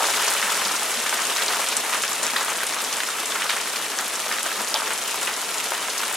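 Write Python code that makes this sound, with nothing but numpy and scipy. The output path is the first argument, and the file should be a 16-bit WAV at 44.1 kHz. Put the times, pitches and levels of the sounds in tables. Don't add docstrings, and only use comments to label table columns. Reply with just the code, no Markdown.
import sys
import numpy as np
from scipy import signal
from scipy.fft import rfft, irfft
from scipy.io import wavfile
from scipy.ndimage import uniform_filter1d

SR = 44100
rng = np.random.default_rng(int(sys.argv[2]) if len(sys.argv) > 2 else 0)


def wrap_up_sound(samples):
    columns = np.atleast_2d(samples).T
    tamed = np.clip(columns, -1, 1)
    steps = np.round(tamed * 32767).astype(np.int16)
    wavfile.write(sys.argv[1], SR, steps)


N = 271656

# time in seconds, strength in dB.
SHOWER_STRENGTH = [(0.0, -22.5), (0.48, -23), (0.93, -25), (1.37, -24), (2.13, -26), (2.47, -26.5),
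                   (3.93, -27.5), (4.26, -27), (6.16, -27.5)]
# frequency in Hz, relative density in dB per Hz.
FAR_SPECTRUM = [(25, -42), (55, -30), (100, -18), (160, -12.5), (215, -5), (330, -3), (450, 0.5),
                (800, 1.5), (1150, 2.5), (1800, 0.9), (2450, -0.5), (3200, -1.5), (4600, -7), (9500, -5),
                (12000, -9.5), (15700, -26)]
# frequency in Hz, gain in dB.
ICE_SPECTRUM = [(300, -20), (1200, -9), (3000, 0.5), (4600, 0.5), (7500, 2.5), (10500, 3), (13000, 0),
                (15800, -4)]
# frequency in Hz, gain in dB.
BIG_ICE_SPECTRUM = [(8000, 1), (11000, 4), (15000, -9)]
# nominal frequency in Hz, relative level in dB, t60 in seconds.
WOOD_MODES = [(215, -40.5, 0.11), (445, -14.5, 0.54), (607, -2, 0.046), (743, -12, 0.22), (920, -7, 0.055),
              (1114, -3.5, 0.026), (1308, -4, 0.034), (1572, -6.5, 0.096), (1884, 3, 0.023),
              (2470, 4, 0.0078), (3120, -1.5, 0.016), (4050, -18, 0.0042)]
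# start in seconds, level in dB before the fade-in, pitch in Hz.
PANEL_THUDS = [(0.431, -34, 208), (0.652, -33, 205), (.97, -31, 235), (2.331, -35, 243), (4.59, -34, 213)]
# start in seconds, relative level in dB, pitch in Hz.
CLOSE_RAPS = [(1.0659, -19, 2500), (2.3619, -11, 1700), (2.41, -16, 1130), (2.6218, -17, 1400),
              (3.4930, -20, 1700), (3.9890, -17.5, 1600), (4.7610, -12.5, 3300), (4.82, -13, 1250),
              (4.9912, -23, 2200), (5.2727, -14, 2670)]
# start in seconds, relative level in dB, centre pitch in Hz, t60 in seconds, width in octaves.
HOLLOW_KNOCKS = [(0.003, -24.5, 890, 0.33, 0.66), (0.040, -24, 1200, .08, 0.77),
                 (0.085, -22, 1400, .06, 0.72), (0.139, -27, 1850, 0.063, 0.62),
                 (0.198, -23, 1200, .08, 0.52), (0.277, -21.5, 1010, 0.091, 0.73),
                 (0.318, -26.5, 1400, 0.098, 0.55), (0.425, -20.5, 2100, 0.088, 0.46),
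                 (0.492, -27, 1500, 0.11, .5), (0.614, -24, 1290, .08, 0.77),
                 (0.822, -27, 1050, 0.087, 0.33), (1.062, -22.5, 1900, 0.13, 0.76),
                 (1.125, -23, 1400, 0.13, 0.96), (1.185, -26, 1800, .15, 1), (1.296, -23, 2400, 0.046, 0.8),
                 (1.381, -25.5, 1820, 0.19, 0.66), (1.421, -20.5, 3600, 0.066, 0.79),
                 (1.503, -25, 950, 0.13, 1), (1.533, -24.5, 1520, 0.1, 0.54), (1.592, -26, 910, 0.14, 0.85),
                 (1.722, -21.5, 2900, 0.054, .6), (1.924, -20.5, 1790, 0.18, 0.95),
                 (1.946, -30, 1620, 0.15, 0.33), (2.034, -24.5, 2100, .11, 0.73),
                 (2.333, -25.5, 1300, 0.16, 0.98), (2.362, -22.5, 1440, 0.14, 0.83),
                 (2.363, -24, 3940, 0.12, .25), (2.412, -26.5, 1410, 0.14, 0.58),
                 (2.481, -27, 1350, 0.18, 0.63), (2.519, -26, 1200, .1, 1), (2.604, -27, 1700, 0.064, 0.51),
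                 (2.631, -23, 1880, 0.073, 1), (2.736, -29, 1700, .12, 0.55), (2.764, -25, 1250, .09, 0.74),
                 (2.975, -29, 1400, 0.088, 0.58), (3.002, -20, 2300, 0.053, 0.92),
                 (3.031, -25, 2400, 0.045, 0.54), (3.086, -25, 1300, .06, 0.35),
                 (3.317, -23, 3200, 0.043, 0.74), (3.352, -24, 1440, 0.12, .6),
                 (3.407, -28, 1400, 0.11, .7), (3.418, -22, 2180, 0.086, 0.6),
                 (3.451, -30, 1200, 0.14, 0.33), (3.494, -20, 2100, 0.17, 1), (3.527, -28, 1300, 0.11, 1),
                 (3.564, -28, 1300, 0.2, 1), (3.600, -26, 2500, 0.093, 0.44), (3.672, -28, 1900, 0.067, .9),
                 (3.992, -23.5, 1520, 0.1, 1), (4.262, -27, 696, 0.093, 1), (4.313, -24, 1730, 0.19, 0.63),
                 (4.384, -25, 2500, 0.083, 0.9), (4.455, -26.5, 1200, 0.18, 0.97),
                 (4.513, -26, 1900, 0.066, 0.25), (4.602, -28.5, 800, 0.14, 0.88),
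                 (4.744, -26.5, 900, 0.2, 0.58), (4.75, -25, 3400, 0.11, 0.4), (4.839, -31, 1900, 0.07, .7),
                 (4.904, -24.5, 1900, 0.13, 1), (4.921, -27, 2100, 0.091, 1), (5.14, -27, 850, 0.064, 0.54),
                 (5.274, -23.5, 1900, .15, 0.85), (5.595, -24, 2600, .06, 0.35),
                 (5.716, -26, 1060, 0.19, 0.94), (5.882, -28, 1400, 0.086, 1), (6.032, -22, 1500, 0.05, 1),
                 (6.108, -29.5, 1000, 0.066, 0.64)]
# start in seconds, relative level in dB, pitch in Hz, splinters in dB relative to the click.
CLOSE_TICKS = [(0.283, -2.5, 6000, -6), (0.652, -10.5, 5900, 8), (1.095, -4.5, 7150, -4),
               (1.4627, -6, 6700, -11), (1.481, -9.5, 4600, 5), (1.6878, -3.5, 8100, -4),
               (1.7675, -0.5, 8400, 4.5), (2.23, -3.5, 8500, 6), (2.2673, -3, 6700, -8),
               (2.667, -7, 8400, 2), (2.9275, -7, 6400, 0), (2.9692, -9, 7500, -5), (3.4933, -9, 4180, -6),
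               (3.7606, -13.5, 4700, 4), (3.988, -5, 6200, -8), (4.325, -9, 5700, -9),
               (4.431, -4, 8800, -14), (4.647, -11.5, 6500, -10), (4.7425, 1, 4930, -14),
               (4.8786, -13, 6900, -10), (4.934, -11, 8400, -2), (5.038, -12, 7000, -1),
               (5.3405, -11, 6300, -8), (5.5827, -6, 8000, -5), (5.9796, -7, 5960, -3)]
# frequency in Hz, coherence.
PORT_COHERENCE = [(30, .8), (70, 1), (150, 0.98), (1600, 0.98), (3600, 0.78), (7000, 0.75), (8600, 0.19),
                  (10000, 0.052), (15000, 0.14)]
# frequency in Hz, left minus right in dB.
WALL_LEAN = [(40, 4), (250, -0.5), (750, 2.7), (1400, 0.3), (7000, 1), (9500, 1.5), (11000, 1.5),
             (14000, 2)]
EDGE_HZ = 15850


def amp(db):
    return 10 ** (np.asarray(db) / 20)


def unit(x):
    return x / np.sqrt(np.mean(x ** 2) + 1e-20)


def at_hz(points, hz):
    f, value = np.transpose(points)
    return np.interp(np.log(hz + 1), np.log(f), value)


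def add(mix, s, sound):
    part = mix[:, max(round(s * SR), 0):][:, :sound.shape[1]]
    part += sound[:, :part.shape[1]]


def colour(x, points):
    size = x.shape[-1]
    gain = amp(at_hz(points, np.fft.rfftfreq(size, 1 / SR)))
    return irfft(rfft(x) * gain, size)


def thin(x, corner_hz):
    highpass = signal.butter(3, corner_hz, "high", fs=SR, output="sos")
    return signal.sosfilt(highpass, x)


def ports(pair):
    size = pair.shape[-1]
    a, b = rfft(pair)
    same = np.clip(at_hz(PORT_COHERENCE, np.fft.rfftfreq(size, 1 / SR)), -1, 1)
    mid = a * np.sqrt((1 + same) / 2)
    side = b * np.sqrt((1 - same) / 2)
    return irfft(np.array([mid + side, mid - side]), size)


def echoes(x, t60, taps_per_s):
    t = np.arange(min(SR // 4, x.shape[1])) / SR
    taps = rng.standard_normal((2, len(t))) * (rng.random((2, len(t))) < taps_per_s / SR)
    tail = ports(taps * amp(-60 * t / t60))
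    tail = tail / np.sqrt(np.sum(tail ** 2) / 2 + 1e-20)
    return signal.oaconvolve(x.mean(0)[None], tail, axes=1)[:, :x.shape[1]]


def shower_db():
    return np.interp(np.arange(N) / SR, *np.transpose(SHOWER_STRENGTH))


def impacts(per_s, spread_db, limit):
    hit = np.flatnonzero(rng.random(N) < per_s / SR)
    chance = rng.uniform(-1, 1, N)[hit]
    out = np.zeros(N)
    out[hit] = np.sign(chance) * amp(spread_db * np.minimum(-np.log(abs(chance)), limit))
    return out


def tick(hz, cycles, side):
    port_delay_s = 2.4e-5
    lead_s = np.array([[1], [-1]]) * side * port_delay_s
    t = np.maximum(np.arange(-4, 256) / SR + lead_s, 0)
    age = 2 * hz * t / cycles
    return age * np.exp(1 - age) * np.sin(2 * np.pi * hz * t)


def wash(roar_db=-45.0, body_db=-7.0, hiss_db=-5.0, patchy_db=1.0, flicker_db=1.0, roar_hz=520, split_hz=3500):
    frames, hz = N // 128 + 5, np.fft.rfftfreq(N, 1 / SR)
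    z = rng.standard_normal((2, 257, frames)) + 1j * rng.standard_normal((2, 257, frames))
    patches = uniform_filter1d(rng.standard_normal((257, frames)), size=7, axis=1)
    patches = unit(uniform_filter1d(patches, size=10, axis=0))
    flicker = unit(uniform_filter1d(rng.standard_normal(frames), size=5))
    z = z * amp(patchy_db * patches + flicker_db * flicker)
    noise = signal.istft(z, nperseg=512, noverlap=384)[1][:, :N]
    spectrum = rfft(colour(ports(noise), FAR_SPECTRUM))

    low = 1 / (1 + (hz / roar_hz) ** 8)
    below_hiss = 1 / (1 + (hz / split_hz) ** 4)
    bands = (low, below_hiss - low, 1 - below_hiss)
    roar, body, hiss = (unit(irfft(spectrum * band, N)) for band in bands)
    strength_db = shower_db()
    roar = roar * amp(roar_db + .5 * (strength_db - strength_db.mean()))
    return roar + (body * amp(body_db) + hiss * amp(hiss_db)) * amp(strength_db)


def furniture(level_db=-7.5, per_s=130, spread_db=4.0, crack=0.65, echo_db=-4, focus_db=5, count=48):
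    hz, db, t60 = np.transpose(WOOD_MODES)[:, :, None]
    t, out = np.arange(SR // 16) / SR, np.zeros((2, N))
    scatter = np.minimum(hz / 14000, .14)
    for spot_hz in np.geomspace(700, 3000, count):
        detune = rng.uniform(-1.7, 1.7, len(WOOD_MODES))[:, None]
        sign = rng.choice([-1, 1], (len(WOOD_MODES), 1))
        weight = sign * amp(-focus_db * abs(np.log2(hz / spot_hz)))
        tuned_hz = hz * np.exp(scatter * detune)
        modes = weight * amp(db - 60 * t / t60) * np.sin(2 * np.pi * tuned_hz * t)
        shatter = crack * rng.standard_normal(len(t)) * np.exp(-t / 0.0015)
        tap = unit(modes.sum(0) + colour(shatter, ICE_SPECTRUM))
        out += signal.oaconvolve(impacts(per_s / count, spread_db, limit=2.5), tap)[:N]
    out += amp(echo_db) * echoes(out, t60=0.13, taps_per_s=1600)
    return unit(thin(out, corner_hz=230)) * amp(shower_db() + level_db)


def paving(level_db=-5.0, per_s=600, spread_db=5.0, cycles=0.79, splinter_db=-2.5, echo_db=-7, count=56):
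    out = np.zeros((2, N))
    sides = rng.permutation(np.linspace(-1.1, 1.1, count))
    for hz, side in zip(np.geomspace(2400, 10500, count), sides):
        click = unit(tick(hz, cycles, side)) * hz ** .4
        click = np.pad(click, ((0, 0), (0, 1500)))
        click = click + amp(splinter_db) * echoes(click, t60=0.045, taps_per_s=3700)
        hits = impacts(per_s / count, spread_db, limit=3.0)[None]
        out += signal.oaconvolve(hits, click, axes=1)[:, :N]
    out = colour(out + amp(echo_db) * echoes(out, t60=0.078, taps_per_s=1200), ICE_SPECTRUM)
    return unit(thin(out, corner_hz=606)) * amp(shower_db() + level_db)


def thuds(t60=0.14, rise_s=0.0052):
    t, out = np.arange(SR // 4) / SR, np.zeros((2, N))
    for s, db, hz in PANEL_THUDS:
        boom = amp(db - 60 * t / t60) * (1 - np.exp(-t / rise_s)) * np.sin(2 * np.pi * hz * t)
        add(out, s, np.array([boom, boom]))
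    return out


def raps(level_db=1, ring_s=0.00034, echo_db=-5):
    t, out = np.arange(SR // 12) / SR, np.zeros((2, N))
    for s, db, hz in CLOSE_RAPS:
        envelope = t / ring_s * np.exp(1 - t / ring_s)
        ring = amp(db + level_db) * envelope * np.sin(2 * np.pi * hz * t)
        rap = np.array([ring, ring])
        add(out, s, rap + amp(echo_db) * echoes(rap, t60=0.055, taps_per_s=1300))
    return thin(out, corner_hz=500)


def big_knocks(level_db=1.24, grain_db=4.0, splinter_db=-22, rise_s=0.00084, direct=0.33, direct_s=0.0029, echo_db=-9):
    t, hz = np.arange(8192) / SR, np.fft.rfftfreq(8192, 1 / SR)
    out, splinters = np.zeros((2, N)), amp(splinter_db + at_hz(ICE_SPECTRUM, hz))
    for s, db, pitch, t60, octaves in HOLLOW_KNOCKS:
        grains = amp(grain_db * unit(uniform_filter1d(rng.standard_normal(len(t)), size=60)))
        hollow = np.exp(-.5 * (np.log2((hz + 1) / pitch) / octaves) ** 2)
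        hollow = hollow * np.sqrt(pitch / (hz + 200))
        shape = hollow + octaves * splinters
        clack = irfft(rfft(rng.standard_normal((2, len(t))) * grains) * shape)
        clack = clack / np.sqrt(uniform_filter1d(clack ** 2, size=700) + 1e-20)
        blow = (1 - np.exp(-t / rise_s)) * (1 + direct * np.exp(-t / direct_s))
        add(out, s, amp(db + level_db - 60 * t / t60) * blow * clack)
    out = ports(out)
    return thin(out + amp(echo_db) * echoes(out, t60=0.26, taps_per_s=500), corner_hz=397)


def big_ticks(level_db=-1, cycles=1.08, bounce_db=-14):
    out = np.zeros((2, N))
    for (s, db, hz, splinter_db), (side, hop) in zip(CLOSE_TICKS, rng.random((len(CLOSE_TICKS), 2))):
        click = amp(db + level_db) * tick(hz, cycles, 2 * side - 1)
        click = np.pad(click, ((0, 0), (0, 2000)))
        add(out, s, click)
        add(out, s + 0.00097, amp(splinter_db) * echoes(click, t60=0.057, taps_per_s=5600))
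        add(out, s + 0.035 + 0.074 * hop, amp(bounce_db) * click)
    return colour(thin(out, corner_hz=1210), BIG_ICE_SPECTRUM)


def scene():
    far = wash()
    patter = paving() + furniture()
    close = big_ticks() + big_knocks() + raps() + thuds()
    lean_db = at_hz(WALL_LEAN, np.fft.rfftfreq(N, 1 / SR))
    return irfft(rfft(far + patter + close) * amp([lean_db / 2, -lean_db / 2]), N)


def record(dry):
    rounded = dry / (1 + (dry / .85) ** 4) ** .25
    lowpass = signal.firwin(511, EDGE_HZ, window=("kaiser", 9), fs=SR)
    return signal.oaconvolve(rounded, lowpass[None], "same")


dry = scene()
out = record(dry)
wrap_up_sound(out)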